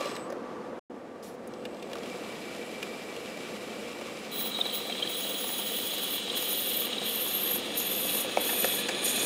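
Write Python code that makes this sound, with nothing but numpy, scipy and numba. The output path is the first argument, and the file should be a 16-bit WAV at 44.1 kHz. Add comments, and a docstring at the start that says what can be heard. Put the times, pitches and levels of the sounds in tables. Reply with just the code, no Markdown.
"""In a workshop with a fan running, a small lathe is heard close by one mono microphone.
The spindle coasts to a stop, the sound drops out briefly, then the spindle runs up again among ticks.
A parting blade is fed in pushes into a plastic part: the holder rasps and chirps, the blade squeals lower
as it goes deeper, swarf slaps the machine. Rough noise through resonances makes the air, gears and cut;
knocks and ticks are struck modes; whine and squeak are sines."""
import sys
import numpy as np
from scipy import signal
from scipy.fft import rfft, irfft, next_fast_len
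from scipy.io import wavfile
from scipy.ndimage import uniform_filter1d
from numba import njit

SR = 44100
rng = np.random.default_rng(int(sys.argv[2]) if len(sys.argv) > 2 else 0)


def dump(signal):
    """Clip the signal to [-1, 1] and save it as 16-bit WAV at the path in sys.argv[1]."""
    limited = np.clip(np.atleast_2d(signal).T, -1, 1)
    pcm = np.round(limited * 32767).astype(np.int16)
    wavfile.write(sys.argv[1], SR, pcm)


N = 407925
TIME = np.arange(N) / SR  # s
SILENCE_START_S, SILENCE_END_S = .795, .897
TURN_HZ, TURN_START_S = 20.33, 4.359  # turns of the part under the blade
BASS_EDGE_HZ = 240  # ticks and knocks carry little below this


def undb(db):
    """Gain of a level in dB."""
    return 10 ** (np.asarray(db) / 20)


def unit(x):
    """Scale to rms 1."""
    return x / np.sqrt(np.mean(x ** 2))


def columns(table):
    """Each column of a curve over time, sample by sample."""
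    s, *rest = np.transpose(table)
    return [np.interp(TIME, s, column) for column in rest]


def gate(start, end, rise, fall):
    """0 to 1 from the start, back to 0 after the end; all in seconds."""
    return np.clip(np.minimum((TIME - start) / rise, 1 - (TIME - end) / fall), 0, 1)


@njit
def svf(x, hz, width):
    """State-variable band-pass with a moving centre, gain 1 there."""
    y, band, low = np.empty(len(x)), 0., 0.
    for i in range(len(x)):
        g, k = np.tan(np.pi * hz[i] / SR), width / hz[i]
        v = (band + g * (x[i] - low)) / (1 + g * (g + k))
        band, low, y[i] = 2 * v - band, low + 2 * g * v, k * v
    return y


def ring(x, hz, width_hz):
    """One resonance, at rms 1."""
    return unit(svf(x, np.minimum(hz * np.ones(len(x)), .45 * SR), float(width_hz)))


def steep_ring(x, hz, width_hz, skirt_hz):
    """A resonance whose skirts a second, wider one steepens, at rms 1."""
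    return ring(ring(x, hz, width_hz), hz, skirt_hz)


def walk(rate):
    """Random levels held 1 / rate s and slewed twice; spread near 1."""
    hold = int(SR / rate)
    steps = np.repeat(rng.standard_normal(N // hold + 1), hold)
    return 1.3 * uniform_filter1d(uniform_filter1d(steps, hold), hold)[:N]


def colour(x, points):
    """Give x the spectrum of (Hz, dB) points, rms 1."""
    size = next_fast_len(N)
    hz, db = np.transpose(points)
    gain = undb(np.interp(np.log(np.fft.rfftfreq(size, 1 / SR) + 1), np.log(hz), db))
    return unit(irfft(rfft(x, size) * gain, size)[:N])


def grit(scatter_db, flicker_db, rate):
    """Dense contacts of uneven size whose strength flickers."""
    size_db = scatter_db * np.minimum(rng.exponential(size=N), 8)
    return rng.standard_normal(N) * undb(size_db + flicker_db * walk(rate))


def body(x, modes, flicker_db, rate):
    """Sum of resonances, each fluttering on its own."""
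    return sum(undb(db + flicker_db * walk(rate)) * ring(x, hz, width) for hz, width, db in modes)


# Fan and shop air in the room. Each row: time in seconds, level in dB.
FAN_LEVEL = [(0, -40), (.12, -40.5), (.79, -42), (.9, -44.5), (2.1, -41), (6, -43), (7.9, -40.5),
             (9.25, -38)]
# Spectrum of the moving air. Each row: frequency in Hz, density in dB per Hz.
FAN_SPECTRUM = [(25, -40), (100, -12.5), (135, -11.5), (170, -6.5), (212, 4), (373, 3.5), (476, 3),
                (734, -3), (1100, -15), (1800, -16), (3000, -34), (6000, -76), (11000, -69), (16000, -57)]
# Soft duct resonances. Each row: frequency in Hz, width in Hz, level in dB.
DUCT_MODES = [(208, 30, -10), (475, 12.3, -11), (499.3, 20, -7.5), (365.3, 9.4, -19), (671, 49, -20)]
# Broad fluttering housing bands. Each row: frequency in Hz, width in Hz, level in dB.
HOUSING_BANDS = [(1152, 30, 0.5), (930, 220, -4.5), (1070, 190, -0.5)]
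HOUSING_BEFORE_DB, HOUSING_AFTER_DB = -12, -20.5  # against the fan, before and after the silence ends
FAN_ROLL_OFF_HZ = 9000


def fan():
    """Turbulent air through a duct with a few soft resonances."""
    air = grit(0.95, 0.86, 25)
    housing_db = np.where(TIME < SILENCE_END_S, HOUSING_BEFORE_DB, HOUSING_AFTER_DB)
    housing = undb(housing_db) * body(grit(0.38, 1.0, 4.7), HOUSING_BANDS, 3.2, 16)
    roll_off = signal.butter(1, FAN_ROLL_OFF_HZ, fs=SR)
    rings = signal.lfilter(*roll_off, body(air, DUCT_MODES, 0.37, 18) + housing)
    rush = colour(grit(0.12, 0.85, 30), FAN_SPECTRUM)
    return undb(columns(FAN_LEVEL)[0]) * (rush + rings)


# Spindle belt and bearings, coasting, resting, running up and holding.
# Each row: time in seconds, level in dB.
SPINDLE_LEVEL = [(0, -44.5), (.08, -45.5), (.2, -55), (.35, -74), (1.45, -63), (1.55, -61), (1.8, -57),
                 (2.1, -47), (2.5, -47), (9.25, -43)]
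# Spectrum of their rustle. Each row: frequency in Hz, density in dB per Hz.
SPINDLE_SPECTRUM = [(590, -71), (1000, -10), (1160, 0.5), (1670, -5.5), (2330, 0), (2500, 0.5), (2780, 0.5),
                    (4570, -7.5), (8700, -15), (14900, -26.5), (16000, -33)]
# Headstock resonances the spindle stirs. Each row: frequency in Hz, width in Hz, level in dB.
SPINDLE_RINGS = [(1950, 38, -13), (2323, 15, -11.5), (2335, 55, -10.5), (2730, 26, -13.5), (3870, 400, -14),
                 (4950, 220, -17.5), (7020, 500, -19.5), (7540, 140, -19), (7970, 60, -24),
                 (9560, 600, -19), (10550, 300, -25.5), (11450, 250, -30), (12500, 400, -29)]
# Motor drive whine while it brakes and accelerates. Each row: start and end in seconds, level in dB.
DRIVE_WHINES = [(.05, 0.23, -55), (1.483, 1.9, -70)]
WHINE_HZ = 8030  # wanders a few Hz
LOAD_START_S, LOAD_FULL_S, LOAD_DAMP_DB = 3.6, 5.4, -3.5  # the cutting load damps the resonances


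def spindle():
    """Belt and bearing rustle in the headstock, with the drive's thin whine."""
    rustle = colour(grit(2.7, .8, 60), SPINDLE_SPECTRUM)
    load_db = np.interp(TIME, (LOAD_START_S, LOAD_FULL_S), (0, LOAD_DAMP_DB))
    rings = undb(load_db) * body(grit(0.92, 0.73, 44), SPINDLE_RINGS, 0.5, 15)
    phase = 2 * np.pi * np.cumsum(WHINE_HZ + 12 * walk(40)) / SR
    whine = np.sqrt(2) * np.sin(phase) * undb(1.5 * walk(50))
    whine_gain = sum(undb(db) * gate(start, end, .03, 0.06) for start, end, db in DRIVE_WHINES)
    return undb(columns(SPINDLE_LEVEL)[0]) * (rustle + rings) + whine_gain * whine


# Headstock casing, rung by the braking gears and by the ticks below.
# Each row: frequency in Hz, width in Hz, level in dB.
HEADSTOCK_MODES = [(555, 62, 0), (1150, 60, 4), (1330, 90, -12), (1770, 70, -2), (2160, 85, -8),
                   (2420, 79, -3), (2770, 120, -2), (3300, 150, -1.5), (3560, 100, -4), (4030, 70, 0.5),
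                   (4670, 120, -5), (5020, 230, 0), (6000, 100, -11), (6500, 80, -11)]
COAST_DB, COAST_HOLD_S, COAST_T60_S = -43.5, 0.091, 0.36  # steady for the hold, then dying away


def coasting():
    """Dense rough contacts of the braking gears ring the headstock modes."""
    rough = unit(body(grit(2, 1.5, 150), HEADSTOCK_MODES, 3, 40))
    clatter = signal.sosfilt(signal.butter(2, 6000, fs=SR, output="sos"), rough)
    fade_db = -60 * np.clip(TIME - COAST_HOLD_S, 0, None) / COAST_T60_S
    return undb(COAST_DB + fade_db) * clatter


# Switch and clutch ticks. Each row: start in seconds, level in dB (before the common lift),
# pitch in Hz, lowest headstock mode against the click in dB.
SWITCH_TICKS = [(0.0074, -43, 3300, 8), (.027, -46, 2600, 6), (0.0555, -41.5, 2650, 6.5),
                (.071, -50, 2400, 10), (.113, -47, 3500, -7), (0.152, -45, 4100, -10),
                (0.164, -38, 2100, -19), (0.301, -53.5, 5300, 11), (0.323, -57.5, 1800, 19),
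                (1.2261, -54, 4600, 2), (1.4737, -51, 9710, -8), (1.5364, -50, 3600, -13),
                (1.6523, -39.5, 2400, -15), (1.7453, -55, 3440, 5), (1.768, -55, 3300, 0),
                (1.7957, -55, 3520, -3), (1.8251, -44, 2980, -5), (1.897, -52, 3000, 0),
                (1.914, -48, 2400, -3), (1.9313, -38.5, 2330, -3), (1.954, -42.5, 1200, 3.5),
                (1.983, -49, 3600, 1), (2.033, -48, 2720, 0), (2.058, -46, 2400, 2),
                (2.8271, -33.5, 2300, -15), (3.1641, -45, 2720, -3), (3.3703, -47, 2750, 3),
                (4.0112, -48.5, 2040, 6)]
TICK_LIFT_DB, TICK_CLICK_DB, TICK_BRIGHT_DB, TICK_T60_S = 10.5, -8, -20, .03
TICK_FOCUS_OCT = 0.36  # a tick rings the modes near its pitch most


def ticks():
    """Short bursts: a click that rings the headstock modes round its pitch, and the lowest mode under it."""
    out, u = np.zeros(N), np.arange(SR // 8) / SR
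    for s, db, pitch_hz, dull_db in SWITCH_TICKS:
        noise = rng.standard_normal(len(u)) * np.minimum(u / .001, 1) * undb(-60 * u / TICK_T60_S)

        def band(hz, width):
            """The burst through one mode, wide and narrow alike in strength."""
            return svf(noise, np.full(len(u), 1. * hz), 1. * width) / np.sqrt(width)

        click = undb(TICK_CLICK_DB) * band(pitch_hz, 0.39 * pitch_hz) + undb(TICK_BRIGHT_DB) * band(8800, 7000)
        for hz, width, mode_db in HEADSTOCK_MODES[1:]:
            focus_db = -4.3 * (np.log2(hz / pitch_hz) / TICK_FOCUS_OCT) ** 2
            click = click + undb(mode_db + focus_db) * band(hz, width)
        dull = band(*HEADSTOCK_MODES[0][:2])
        tick = click / np.abs(click).max() + undb(dull_db) * dull / np.abs(dull).max()
        first = int(s * SR)
        out[first:first + len(u)] += undb(db + TICK_LIFT_DB) * tick
    return signal.sosfilt(signal.butter(2, BASS_EDGE_HZ, "high", fs=SR, output="sos"), out)


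SWISH_S, SWISH_LENGTH_S, SWISH_DB, SWISH_FADE_DB = 1.225, .12, -52.5, -8.5  # fades over its length
SQUEAK_S, SQUEAK_WIDTH_S, SQUEAK_DB = 1.282, .035, -62
SQUEAK_HZ, SQUEAK_HZ_PER_S = 11450, 24000  # highest pitch, and slope up to it and down again


def swish():
    """A short sliding hiss with a wavering squeak on top."""
    fade_db = SWISH_FADE_DB * np.clip((TIME - SWISH_S) / SWISH_LENGTH_S, 0, 1)
    hiss_gain = gate(SWISH_S, SWISH_S + SWISH_LENGTH_S, .008, 0.027) * undb(SWISH_DB + fade_db)
    hiss = ring(grit(1.5, 1.5, 37.2), 4400, 9000)
    hz = np.maximum(SQUEAK_HZ - SQUEAK_HZ_PER_S * np.abs(TIME - SQUEAK_S), 0)
    squeak = np.sqrt(2) * np.sin(2 * np.pi * np.cumsum(hz + 40 * walk(79)) / SR)
    squeak_gain = undb(SQUEAK_DB) * np.exp(-((TIME - SQUEAK_S) / SQUEAK_WIDTH_S) ** 2)
    return hiss_gain * hiss + squeak_gain * squeak


# Knocks on the machine: swarf slapping it, and stronger taps once a turn of the part. 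# Each row: start in
# seconds, peak level in dB (before the bass cut), brightness in dB per octave, contact in seconds.
MACHINE_KNOCKS = [(4.455, -41, 3, .003), (4.586, -25, 0, 0.0024), (4.652, -26.5, -0.5, 0.0058),
                  (4.737, -37, 0, .003), (4.85, -32, -10, 0.0058), (4.896, -27, 0, 0.0034),
                  (4.992, -32, 3, .003), (5.047, -28.5, -9, 0.0036), (5.1, -34, 1, 0.0018),
                  (5.2, -41, -8, .003), (5.248, -29, -3, 0.0026), (5.298, -39, -3, .003),
                  (5.342, -33, -5, .003), (5.44, -30, -2, 0.004), (5.5, -30, -3, .003), (5.546, -34, 5, .003),
                  (5.588, -28, -6, .0033), (7.51, -30, 1, 0.0041), (7.999, -35, 1, .0025),
                  (8.245, -26, -7, 0.0042), (8.37, -10, -1, 0.0021), (8.395, -28, -11, 0.012),
                  (8.49, -22, 1.5, 0.011), (8.527, -26.5, -4, 0.005), (8.6425, -13.5, 1.5, 0.004),
                  (8.81, -36, 5, 0.0038), (8.885, -17.5, 3.5, 0.007), (9.178, -28, -1, .003),
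                  (9.23, -23, -12, 0.0024)]
# Modes of the struck machine. Each row: frequency in Hz, level in dB, t60 in seconds.
MACHINE_MODES = [(340, -7, .035), (520, -4, .035), (720, 0, .028), (930, -2, .02), (1300, -6, .012),
                 (1780, -5, .016), (2250, -5, .016), (2650, -3, .02), (3300, -7, .009), (4100, -9, .007),
                 (4900, -9, .009), (5600, -10, .007), (6600, -13, .005), (7900, -15, .005)]
TAP_DB, TAP_SCATTER_DB = -33, 2.5  # weak taps, once a turn
FIRST_BLOW, CLEAN_CONTACT_S = 1.6, .0055  # sharp touch against the scrape; long contacts lose it
RUSTLE_DB, RUSTLE_T60_S = -11.5, 0.21  # loose swarf scrapes on after each slap
SPOT_DB = 3.5  # each blow lands elsewhere and favours other modes
CRACK = .22  # the crack of the contact against the ring


def knocks():
    """A rough contact of a few ms rings the machine; weak taps come once a turn, at random strength."""
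    turns = np.arange(TURN_START_S, N / SR, 1 / TURN_HZ)
    scatter = rng.standard_normal(len(turns))
    taps = [(s, TAP_DB + TAP_SCATTER_DB * r, 0.5, .003) for s, r in zip(turns, scatter)]
    out, u = np.zeros(N + SR), np.arange(SR // 10) / SR
    touch_len = int(.012 * SR)
    for s, db, tilt_db, contact in list(MACHINE_KNOCKS) + taps:
        press = np.exp(-(u[:touch_len] / max(contact, .0005) - .6) ** 2)
        force = rng.standard_normal(touch_len) * press
        force[int(.0015 * SR)] += FIRST_BLOW * np.linalg.norm(force) * (contact < CLEAN_CONTACT_S)
        spot_db = SPOT_DB * rng.standard_normal(len(MACHINE_MODES))
        modes = np.zeros(len(u))
        for k, (hz, mode_db, t60) in enumerate(MACHINE_MODES):
            level_db = mode_db + spot_db[k] + tilt_db * np.log2(hz / 900) - 60 * u / t60
            modes += (-1) ** k * undb(level_db) * np.sin(2 * np.pi * hz * u)
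        rustle = rng.standard_normal(len(u)) * rng.exponential(size=len(u))
        rustle = rustle * undb(RUSTLE_DB - 60 * u / RUSTLE_T60_S)
        drive = rustle + np.pad(force, (0, len(u) - touch_len))
        blow = signal.fftconvolve(drive, modes)[:len(u)]
        blow[:touch_len] += CRACK * np.abs(blow).max() * force / np.abs(force).max()
        first = int(s * SR)
        out[first:first + len(u)] += undb(db) * blow / np.abs(blow).max()
    # small parts radiate no bass
    return signal.sosfilt(signal.butter(3, BASS_EDGE_HZ, "high", fs=SR, output="sos"), out[:N])


# Short chatter bursts of the holder. Each row: start in seconds, level in dB, pitch in Hz,
# length in seconds (centre to 1/e), other holder mode against it in dB.
CHATTER = [(4.517, -37, 3860, .003, -9), (4.548, -28, 3820, 0.007, -19), (4.566, -31, 3800, 0.0068, -7),
           (4.603, -27, 3820, 0.00325, -5), (4.6125, -17.5, 3700, 0.0031, -20),
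           (4.662, -22.5, 3820, 0.0037, -12), (4.696, -30, 3860, 0.0029, 1),
           (4.712, -30, 3870, 0.0029, -12), (4.731, -32, 3150, 0.0054, -8), (4.924, -29, 3200, 0.0051, -5),
           (4.981, -30, 3800, 0.00183, 0), (5.027, -20, 3170, 0.0035, -10),
           (5.0734, -28.5, 3270, 0.0037, -3), (6.3, -22.5, 3820, 0.0029, -7), (6.93, -29, 3800, 0.0056, 0),
           (6.982, -29, 3850, 0.0036, -5)]
CHATTER_PAIR_HZ = (3200, 3860)  # the two holder modes that chatter together
CHATTER_ROUGH = .55  # uneven slips added to a burst's tone


def chirps():
    """Chatter swells unevenly on one holder mode and dies within a few ms."""
    out, slips = np.zeros(N), rng.standard_normal(N)
    for s, db, hz, length, other_db in CHATTER:
        near = slice(int((s - .03) * SR), int((s + .04) * SR))
        u = TIME[near] - s - length / 2
        tone = np.sin(2 * np.pi * (hz * u + rng.random()))
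        uneven = steep_ring(slips[near], hz, 300, 500) / np.sqrt(2)
        other_hz = CHATTER_PAIR_HZ[int(hz < np.mean(CHATTER_PAIR_HZ))]
        other = steep_ring(slips[near], other_hz, 320, 550) / np.sqrt(2)
        burst = tone + CHATTER_ROUGH * uneven + undb(other_db) * other
        out[near] += undb(db) * np.exp(-(u / length) ** 2) * burst
    return out


# Pushes of the feed. Each row: start and end in seconds, squeal at the start and at the end in dB,
# jolt at the start in dB.
FEED_PUSHES = [(4.32, 4.47, -42, -40.5, -2), (4.712, 4.782, -44, -40.5, 6.5), (5.07, 6.172, -38, -37, -0.5),
               (6.342, 6.855, -36.5, -36, 4), (7.02, 7.567, -35.5, -35, -5), (7.742, 8.216, -37.5, -34, 9),
               (8.377, 8.8, -35.5, -36.5, 1.5), (9.015, 9.4, -38.5, -39, 5.5)]
PUSH_RISE_S, PUSH_FALL_S, JOLT_S = .035, 0.046, .018
IDLE_DB = -50  # squeal between pushes


def pushes():
    """How far the feed is engaged (0-1) and the squeal level in dB that follows."""
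    engaged, db = np.zeros(N), np.full(N, 1. * IDLE_DB)
    for start, end, first_db, last_db, peak_db in FEED_PUSHES:
        on = gate(start, end, PUSH_RISE_S, PUSH_FALL_S)
        jolt_db = peak_db * np.exp(-np.clip(TIME - start - PUSH_RISE_S, 0, None) / JOLT_S)
        engaged = engaged + on
        db = db + on * (np.interp(TIME, [start, end], [first_db, last_db]) + jolt_db - IDLE_DB)
    return engaged, db


# Rasp of the edge on the part throughout the cut, before the extra of each push.
# Each row: time in seconds, level in dB.
RASP_LEVEL = [(4.28, -49), (4.39, -42.5), (4.5, -44), (4.7, -41), (5.5, -38), (6.4, -35.5), (7.7, -38.5),
              (8.6, -38), (9.25, -37)]
# Holder modes. Each row: frequency in Hz, width in Hz, level at first touch in dB, change in dB per s
# as the blade sinks in, extra dB early in the cut, drift in Hz per s.
HOLDER_MODES = [(1727, 50, -20.5, 6, -5, -3), (3125, 130, 11, -2.5, -5, -5), (3305, 120, 11.5, 0.8, 6, 22),
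                (3374, 35, 3, 0.5, 2, 3.5), (3450, 450, 9, 1.5, 4, 14), (3630, 80, -14, 0, 5, 0),
                (3870, 51, 10, -0.26, 7.5, -9.5), (3996, 107, 4.5, 1.5, 15, 18.5),
                (4540, 110, -30, 7, -3, -11), (6530, 220, -1, 2, 6, 28)]
# Wash under the rasp. Each row: frequency in Hz, density in dB per Hz.
RASP_WASH_SPECTRUM = [(600, -8.5), (1200, -61), (3000, 11.5), (5500, -5.5), (7500, -6), (12000, -28),
                      (16000, -19)]
# Two modes of the part move as the groove deepens.
# Each row: time in seconds, low ring in Hz, flange in Hz.
PART_MODES = [(4.3, 3050, 8100), (5.6, 3000, 8300), (6.8, 2850, 8600), (7.8, 2700, 8720), (8.6, 2500, 8820),
              (9.25, 2440, 8900)]
RASP_PUSH_DB = 2  # a push roughens the rasp too
PART_DB, PART_DB_PER_S = -20, 3  # the part's own ring grows as the groove deepens
SETTLE_S = 0.85  # the early extra fades over this time


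def rasp(engaged):
    """Stick-slip at the edge shakes the holder and the part all the time."""
    edge = grit(2.45, 1.1, 70)
    since = TIME - TURN_START_S
    cut_s = np.clip(since, 0, None)
    early = np.exp(-(cut_s / SETTLE_S) ** 2)
    holder = np.zeros(N)
    for hz, width, db, db_per_s, early_db, drift in HOLDER_MODES:
        level_db = db + db_per_s * since + early_db * early + 0.56 * walk(40)
        slips = edge * np.sign(rng.standard_normal(N))  # random signs keep the modes independent
        holder += undb(level_db) * steep_ring(slips, hz + drift * cut_s, width, 3 * width)
    part_hz, flange_hz = columns(PART_MODES)
    flange = undb(-15.5 + 3.7 * early) * steep_ring(edge, flange_hz, 370, 820)
    part = ring(edge, part_hz, 150) + undb(-10.0) * ring(edge, 1910, 310)
    part = undb(PART_DB + PART_DB_PER_S * since) * part
    wash = undb(-6.0) * colour(grit(0.96, 1.0, 42), RASP_WASH_SPECTRUM)
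    level_db = columns(RASP_LEVEL)[0] + RASP_PUSH_DB * engaged
    return undb(level_db) * (unit(holder) + flange + part + wash)


# The deeper the groove, the lower both blade resonances. Each row: time in seconds,
# upper resonance in Hz, lower resonance in Hz, lower against upper in dB.
BLADE_RESONANCES = [(4.3, 15200, 10600, -6.5), (5.35, 15250, 10700, -5), (6.2, 14150, 10500, -6.5),
                    (6.87, 13400, 10350, -9), (7.06, 13200, 10200, -9), (7.56, 12560, 9850, -9),
                    (7.76, 12560, 9700, -8), (8.2, 12160, 9450, -4), (8.7, 11900, 9250, -3),
                    (9, 11750, 9250, 4), (9.25, 11700, 9100, 4.5)]
# More blade modes in the first touches. Each row: frequency in Hz, width in Hz, level in dB.
EARLY_BLADE_MODES = [(14200, 300, -12), (13100, 500, -12)]
# Clamp modes that the squeal wakes. Each row: frequency in Hz, width in Hz, level in dB.
CLAMP_MODES = [(6700, 530, -12), (10400, 320, -16)]
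BLADE_WIDTH_HZ = 800
WAVER_DB, SURGE_DB, WOBBLE = 1.2, 1.6, .004  # slow and quick unevenness; share the pitch wobbles by
EARLY_DB, EARLY_FADE_S = 5, 4.9  # the upper ring is stronger in the first touches, until this fade
IDLE_RING_DB = -11  # between pushes the blade only brushes, and its upper ring falls into the hiss
POST_HZ, POST_WIDTH_HZ, POST_DB = 14550, 450, -13  # a high fixed mode of the tool post


def squeal(engaged, level_db):
    """Slips at the edge ring two falling blade resonances, strongest at each push of the feed."""
    upper_hz, lower_hz, lower_db = columns(BLADE_RESONANCES)
    slip = grit(0.55, 1.6, 180) * undb(WAVER_DB * walk(9.2) + SURGE_DB * walk(55))
    upper_hz = upper_hz * (1 + WOBBLE * walk(60))
    lower_hz = lower_hz * (1 + WOBBLE * walk(60))
    upper_db = EARLY_DB * gate(-1, EARLY_FADE_S, 1, 0.29) + IDLE_RING_DB * (1 - engaged)
    upper = undb(upper_db) * steep_ring(slip, upper_hz, BLADE_WIDTH_HZ, 4 * BLADE_WIDTH_HZ)
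    lower = undb(lower_db) * steep_ring(slip, lower_hz, BLADE_WIDTH_HZ, 3 * BLADE_WIDTH_HZ)
    # the chip tears with a broad hiss around the two resonances
    chip = grit(0.75, 3.2, 90)
    tear = undb(-8.0) * ring(ring(chip, 0.83 * upper_hz, 9700), 0.81 * upper_hz, 14000)
    tear = tear + undb(-13) * ring(chip, 1.08 * upper_hz, 1800)
    post = undb(POST_DB) * ring(chip, POST_HZ, POST_WIDTH_HZ)
    early = gate(-1, EARLY_FADE_S, 1, 0.27) * body(chip, EARLY_BLADE_MODES, 2.0, 30)
    clamp = undb(1.05 * lower_db + 7.5) * body(chip, CLAMP_MODES, 2.4, 30)
    return undb(level_db) * (upper + lower + tear + post + early + clamp)


# Reflections off the slide thin these bands. Each row: frequency in Hz, width in Hz.
SLIDE_DIPS = [(4480, 73), (6180, 840)]


def cutting():
    """Stick-slip at the edge: the holder's rasp and the blade's squeal, pulsing with the turning part."""
    touch = np.clip((TIME - 4.31) / 0.0073, 0, 1)
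    # the part runs slightly out of true, so the edge bites harder once a turn
    bite = 1 + 0.27 * np.exp(-((TIME - TURN_START_S) * TURN_HZ % 1) / 0.041)
    engaged, squeal_db = pushes()
    out = touch * bite * (rasp(engaged) + squeal(engaged, squeal_db))
    for hz, width in SLIDE_DIPS:
        out = out - 0.78 * svf(out, np.full(N, 1. * hz), 1. * width)
    return out


def scene():
    """Everything reaches one microphone, heard alike in both channels."""
    background = fan() + spindle() + coasting() + ticks() + swish()
    mono = background + knocks() + chirps() + cutting()
    return np.array([mono, mono])


TOP_HZ = 15640  # nothing is heard above this


def record(dry):
    """The sound drops out for a tenth of a second; a steep low-pass removes the top."""
    heard = np.clip(np.maximum(SILENCE_START_S - TIME, TIME - SILENCE_END_S) / 0.003, 0, 1)
    return signal.sosfilt(signal.ellip(12, .3, 80, TOP_HZ, fs=SR, output="sos"), dry * heard)


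dry = scene()
out = record(dry)
dump(out)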